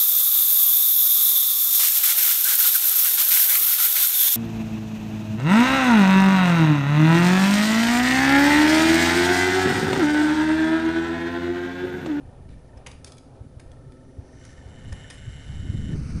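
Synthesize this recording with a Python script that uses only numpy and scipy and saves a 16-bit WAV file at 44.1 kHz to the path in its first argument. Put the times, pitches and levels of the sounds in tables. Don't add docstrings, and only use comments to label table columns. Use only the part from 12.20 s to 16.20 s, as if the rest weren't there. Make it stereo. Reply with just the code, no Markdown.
import sys
import numpy as np
from scipy import signal
from scipy.fft import rfft, irfft
from scipy.io import wavfile

SR = 44100
rng = np.random.default_rng(int(sys.argv[2]) if len(sys.argv) > 2 else 0)


def store_wav(level_fs):
    pcm = np.round(np.clip(np.atleast_2d(level_fs), -1, 1) * 32767)
    wavfile.write(sys.argv[1], SR, pcm.T.astype(np.int16))


N = 176400
CUTOFF_HZ = 11030


def amp(db):
    return 10 ** (np.asarray(db) / 20)


def unit(x):
    return x / np.sqrt(np.mean(x ** 2) + 1e-20)


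def envelope(rows, column=1):
    rows = np.array(rows)
    return amp(np.interp(np.arange(N) / SR, rows[:, 0], rows[:, column]))


def add(mix, start_s, sound):
    part = mix[..., max(round(start_s * SR), 0):][..., :sound.shape[-1]]
    part += sound[..., :part.shape[-1]]


def noise(corr):
    mid, side = rng.standard_normal((2, N))
    return np.sqrt((1 + corr) / 2) * mid + np.sqrt((1 - corr) / 2) * np.array([side, -side])


def drift(hz):
    bins_hz = np.fft.rfftfreq(N, 1 / SR)
    return unit(irfft(rfft(rng.standard_normal(N)) * np.exp(-(bins_hz / hz) ** 2), N))


def colour(x, spectrum):
    freq_hz, gain_db = np.transpose(spectrum)
    bins_hz = np.fft.rfftfreq(N, 1 / SR)
    gain = amp(np.interp(np.log(bins_hz + 1), np.log(freq_hz), gain_db))
    return irfft(rfft(x) * unit(gain * (bins_hz < CUTOFF_HZ + 200)), N)


def resonate(x, hz, width_hz, order=1):
    t = np.arange(SR // 5) / SR
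    ring = t ** (order - 1) * np.exp(-np.pi * width_hz * t) * np.cos(2 * np.pi * hz * t)
    return signal.oaconvolve(x, ring[None] / np.linalg.norm(ring), axes=1)[:, :N]


def air():
    # freq_hz, gain_db
    spectrum = [(1500, 11), (2700, 2), (3500, 6), (6000, 2), (7800, -0.5), (9300, 5.5), (11000, 4)]
    return amp(-67.5) * colour(noise(corr=0.46), spectrum)


def bright_hiss():
    # time_s, level_db
    swell = [(1.85, -74), (2.1, -65.5), (2.27, -58.5), (2.42, -66.5), (3.0, -63), (3.74, -60), (3.76, -55),
             (3.9, -51.5), (4, -53)]
    # freq_hz, gain_db
    spectrum = [(900, -2.5), (1300, 9.5), (1900, 2), (2230, 6), (2750, -1), (3400, -10.5), (4500, 1.5),
                (6500, 1.5), (6680, -21), (7150, -8), (7750, -14), (8650, 2.5), (8880, -22), (10450, -7),
                (11000, -5.5)]
    return colour(noise(corr=0.54), spectrum) * envelope(swell) * amp(2.0 * drift(hz=50))


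def wind():
    # time_s, rumble_db, buffet_db
    gusts = [(0, -42, -69), (.25, -44, -76), (1.0, -49.5, -62), (1.3, -48, -53), (1.9, -50.5, -74),
             (2.35, -44.5, -76), (2.68, -37, -47.5), (2.98, -45, -72), (3.08, -37, -52), (3.21, -40.5, -55),
             (3.32, -35.5, -50.5), (3.44, -33.5, -41.5), (3.52, -32.5, -32), (3.72, -28, -31.5),
             (3.87, -29.5, -35.5), (4, -27, -31.5)]
    # freq_hz, gain_db
    rumble_spectrum = [(10, -4), (28, -13.5), (50, -1.5), (82, -3), (125, -4.5), (200, -14), (400, -52),
                       (1000, -74)]
    buffet_spectrum = [(30, -9), (90, -17), (150, -4), (240, -4.5), (340, -14), (500, -26.5), (1000, -40),
                       (3000, -62)]
    # centre_s, pitch_hz, peak_db
    thumps = [(0.571, 65, -36.5), (1.215, 96, -30.5), (1.374, 86, -33), (1.993, 85.4, -27),
              (2.467, 81, -33.5), (2.727, 73.4, -23.5), (3.084, 104, -26), (3.301, 114, -24),
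              (3.501, 98, -16.5), (3.55, 113, -16.5), (3.601, 100, -17), (3.644, 150.4, -24),
              (3.696, 172, -18.5), (3.738, 123.7, -22.5), (3.793, 139.1, -19.5), (3.832, 90, -30),
              (3.861, 101, -28)]
    lump_db, flutter_db = 2, 3.5
    rumble = colour(noise(corr=0.83), rumble_spectrum) * unit(amp(lump_db * drift(hz=9.9)))
    buffet = colour(noise(corr=0.14), buffet_spectrum)
    buffet *= unit(amp(flutter_db * np.tanh(2 * drift(hz=40))))
    out = rumble * envelope(gusts) + buffet * envelope(gusts, column=2)
    t = np.arange(N) / SR
    for centre_s, pitch_hz, peak_db in thumps:
        cycles = (t - centre_s) * pitch_hz
        out += amp(peak_db) * np.cos(2 * np.pi * cycles) * np.exp(-2 * cycles ** 2)
    return out


def lift_drone():
    # freq_hz, width_hz, level_db
    resonances = [(129, 24, -55.5), (264, 54, -55.5), (375.3, 80, -60.5), (516.6, 69, -62),
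                  (640.6, 49, -68), (888, 17, -77)]
    # freq_hz, gain_db
    wash_spectrum = [(100, 0), (200, -35), (400, -7), (700, -8.5), (930, -12), (1070, -21.5), (1350, -21.5),
                     (1650, -27.5), (2000, -59), (2350, -27.5), (2900, -35.5), (3500, -35), (7000, -63)]
    # time_s, hum_gain_db, wash_gain_db
    swell = [(0, -0.5, 8), (.6, -2, 0.5), (1.2, 0, 0), (1.8, 3, -3.5), (2.4, -0.5, 2.5), (2.9, -1.5, 3),
             (3.3, -4, -0.5), (4, 1.5, -5)]
    hum = sum(amp(db) * resonate(noise(corr=0.97), hz, width, order=2) for hz, width, db in resonances)
    wash = amp(-56 + 2.9 * drift(hz=5.0)) * colour(noise(corr=0.56), wash_spectrum)
    return hum * envelope(swell) + wash * envelope(swell, column=2)


def pulley_whine():
    # time_s, level_db
    swell = [(0, -82), (.75, -75), (.92, -66), (1.15, -78), (1.45, -70), (1.8, -68.5), (2.1, -77), (4, -72)]
    pitch_hz, waver, sway_db = 1310, 0.007, 2.5
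    cycles = np.cumsum(pitch_hz * (1 + waver * drift(hz=24.5))) / SR
    tone = np.sin(2 * np.pi * cycles) * amp(sway_db * drift(hz=1.3))
    fuzz = amp(-2) * resonate(noise(corr=0.97), pitch_hz, width_hz=113, order=2)
    return unit(tone + fuzz) * envelope(swell)


def rope_whistle():
    # time_s, level_db
    swell = [(1.7, -97), (1.9, -75), (2.0, -82), (2.06, -73.5), (2.28, -62.5), (2.4, -74)]
    return resonate(noise(corr=0.82), hz=5890, width_hz=800, order=2) * envelope(swell)


def lens_ticks():
    # start_s, end_s, level_db
    runs = [(.009, .99, -62), (1.407, 2.1, -62), (2.17, 2.95, -55.5)]
    # start_s, level_db
    knocks = [(2.129, -55), (2.378, -50), (2.720, -42), (2.841, -44), (2.907, -43), (3.728, -46)]
    ticks_per_s, pitch_hz, rise_s, spread_db = 25, 1806, 0.005, 2
    out, t = np.zeros(N), np.arange(SR // 20) / SR
    shape = (t / rise_s * np.exp(1 - t / rise_s)) ** 2.1
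    ticks = [(at_s, db + spread_db * rng.standard_normal())
             for start_s, end_s, db in runs for at_s in np.arange(start_s, end_s, 1 / ticks_per_s)]
    for at_s, db in ticks + knocks:
        hz = pitch_hz * (1 + 0.0061 * rng.standard_normal())
        add(out, at_s, amp(db) * shape * np.sin(2 * np.pi * hz * t))
    return out


def zoom_motor():
    # time_s, fraction_of_full_speed
    spin_up = [(2.15, 0.41), (2.42, 0.53), (2.6, .75), (2.8, 0.92)]
    # time_s, level_db
    swell = [(2.1, -74), (2.22, -57.5), (2.42, -60), (2.6, -56), (2.78, -52), (3.1, -52), (3.5, -51.5),
             (3.74, -50), (3.76, -66.5)]
    # freq_hz, width_hz, gain_db, click_share
    housing_modes = [(1500, 130, -9, 0.2), (1790, 320, -6, .3), (2110, 210, -8.5, 0.2),
                     (3660, 380, -12, 0.23), (4117, 120, -20.5, 0.1), (5600, 400, -19, 0.04),
                     (6680, 210, -21, 0), (10100, 830, -19.5, 0), (2980, 230, -3.7, 0.88),
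                     (7500, 440, -12.3, 0)]
    tooth_hz, shaft_hz = 165.1, 29.35
    jitter, slop_s, sharpness, sway = 0.018, 0.00006, 0.39, 0.21
    speed = np.interp(np.arange(N) / SR, *np.transpose(spin_up))
    travel = np.cumsum(speed * (1 + jitter * drift(hz=30.48))) / SR
    teeth = np.flatnonzero(np.diff(np.floor(tooth_hz * travel)))
    slop, spread_db = rng.standard_normal((2, N))[:, :len(teeth)]
    strikes = np.clip(teeth + (slop_s * SR * slop).astype(int), 0, N - 1)
    clicks = np.zeros((1, N))
    clicks[0, strikes] = amp(spread_db) * speed[teeth] ** 0.6
    tooth_pulse = np.exp(sharpness * np.cos(2 * np.pi * tooth_hz * travel))
    rasp = unit(tooth_pulse * (1 + sway * np.cos(2 * np.pi * shaft_hz * travel)))
    out = amp(-15.5) * noise(corr=1) * rasp
    for hz, width_hz, db, click_share in housing_modes:
        drive = np.sqrt(click_share * SR / tooth_hz) * clicks
        drive = drive + np.sqrt(1 - click_share) * noise(corr=0.78) * rasp
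        out += amp(db) * resonate(drive, hz, width_hz, order=2)
    return out * envelope(swell) * amp([[0.6], [-0.6]])


def hanger_clacks():
    # start_s, contact_s, bright_db, dull_db, pan_left_db, partial_hz, partial_db
    hits = [(0.29, 0.00085, -73, -45.5, 5, 3920, -55), (0.299, 0.045, -93, -63.5, 3, 3600, -72),
            (0.57, 0.0099, -83, -58.5, -1, 5190, -60), (0.6619, 0.005, -50, -36.5, 0.5, 2200, -59),
            (0.668, 0.0032, -40.5, -35.5, -0.5, 6390, -38.5), (0.713, 0.0048, -45.5, -56, -2, 3780, -59),
            (0.844, 0.003, -34.5, -80, 0, 5500, -39), (0.862, 0.02, -49.5, -67, 1, 3170, -68),
            (0.9194, 0.0021, -38, -72, 1, 6250, -52), (0.969, 0.0015, -48, -68, 2, 9000, -53),
            (0.978, 0.0072, -49.5, -84, 0, 3350, -57.5), (1.3952, 0.0064, -48.5, -54, 1.5, 2200, -68),
            (1.515, 0.0024, -49.5, -80, 4, 3290, -48.5), (1.72, 0.0014, -49, -52.5, -6, 3180, -70),
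            (2.25, 0.0014, -40, -66, 2, 6060, -55), (2.724, 0.0041, -43, -41, 0.5, 5080, -42.5),
            (2.899, 0.011, -42, -51, 2, 5000, -58), (2.916, .03, -62, -59, 0, 8715, -65)]
    # freq_hz, gain_db
    ring_spectrum = [(1000, -1), (2200, -1), (2900, -2), (3400, 3.5), (3900, -2), (4700, 1), (5300, 5),
                     (5900, -5), (6400, 2), (7300, -6), (8400, -1), (9400, -1.5), (11000, -2)]
    # freq_hz, width_hz, gain_db
    clink_modes = [(2280, 30, -17.5), (3360, 90, -26.5), (5870, 180, -19), (6300, 270, -20),
                   (8600, 400, -22)]
    body_modes = [(552, 91, 7), (783, 67, -4), (1040, 160, 1), (1580, 300, 2.5), (1850, 100, -5),
                  (2160, 98, -3), (2340, 80, 0)]
    rise_s, fall_s, grain_db, echo_t60_s = 0.0036, 0.0019, 1.5, 0.38
    bright, dull, partials = np.zeros((3, 2, N))
    t = np.arange(SR // 10) / SR
    for start_s, contact_s, bright_db, dull_db, pan_left_db, partial_hz, partial_db in hits:
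        shape = np.minimum(t / rise_s, 1) * np.exp(-np.maximum(t - contact_s, 0) / fall_s)
        grit = rng.standard_normal(len(t)) * amp(grain_db * rng.standard_normal(len(t)))
        pan = amp([[pan_left_db / 2], [-pan_left_db / 2]])
        contact = shape * unit(grit + 0.57 * rng.standard_normal((2, len(t)))) * pan
        add(bright, start_s, amp(bright_db) * contact)
        add(dull, start_s, amp(dull_db) * contact)
        add(partials, start_s, amp(partial_db) * resonate(contact, partial_hz, width_hz=170))
    ring = amp(-4) * colour(bright, ring_spectrum)
    clink = sum(amp(db) * resonate(bright, hz, width) for hz, width, db in clink_modes)
    body = sum(amp(db) * resonate(dull, hz, width) for hz, width, db in body_modes)
    direct = ring + amp(-10.5) * body
    tail = noise(corr=1)[:, :SR] * amp(-60 * np.arange(SR) / SR / echo_t60_s)
    echo = signal.fftconvolve(direct, tail / np.linalg.norm(tail[0]), axes=1)[:, :N]
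    return direct + clink + partials + amp(-2) * echo


def scene():
    slope = lift_drone() + pulley_whine() + air() + hanger_clacks() + rope_whistle()
    return slope + lens_ticks() + zoom_motor() + bright_hiss() + wind()


def record(dry):
    lowpass = signal.firwin(1023, CUTOFF_HZ, window=("kaiser", 8), fs=SR)
    return signal.oaconvolve(dry, lowpass[None], "same")


dry = scene()
out = record(dry)
store_wav(out)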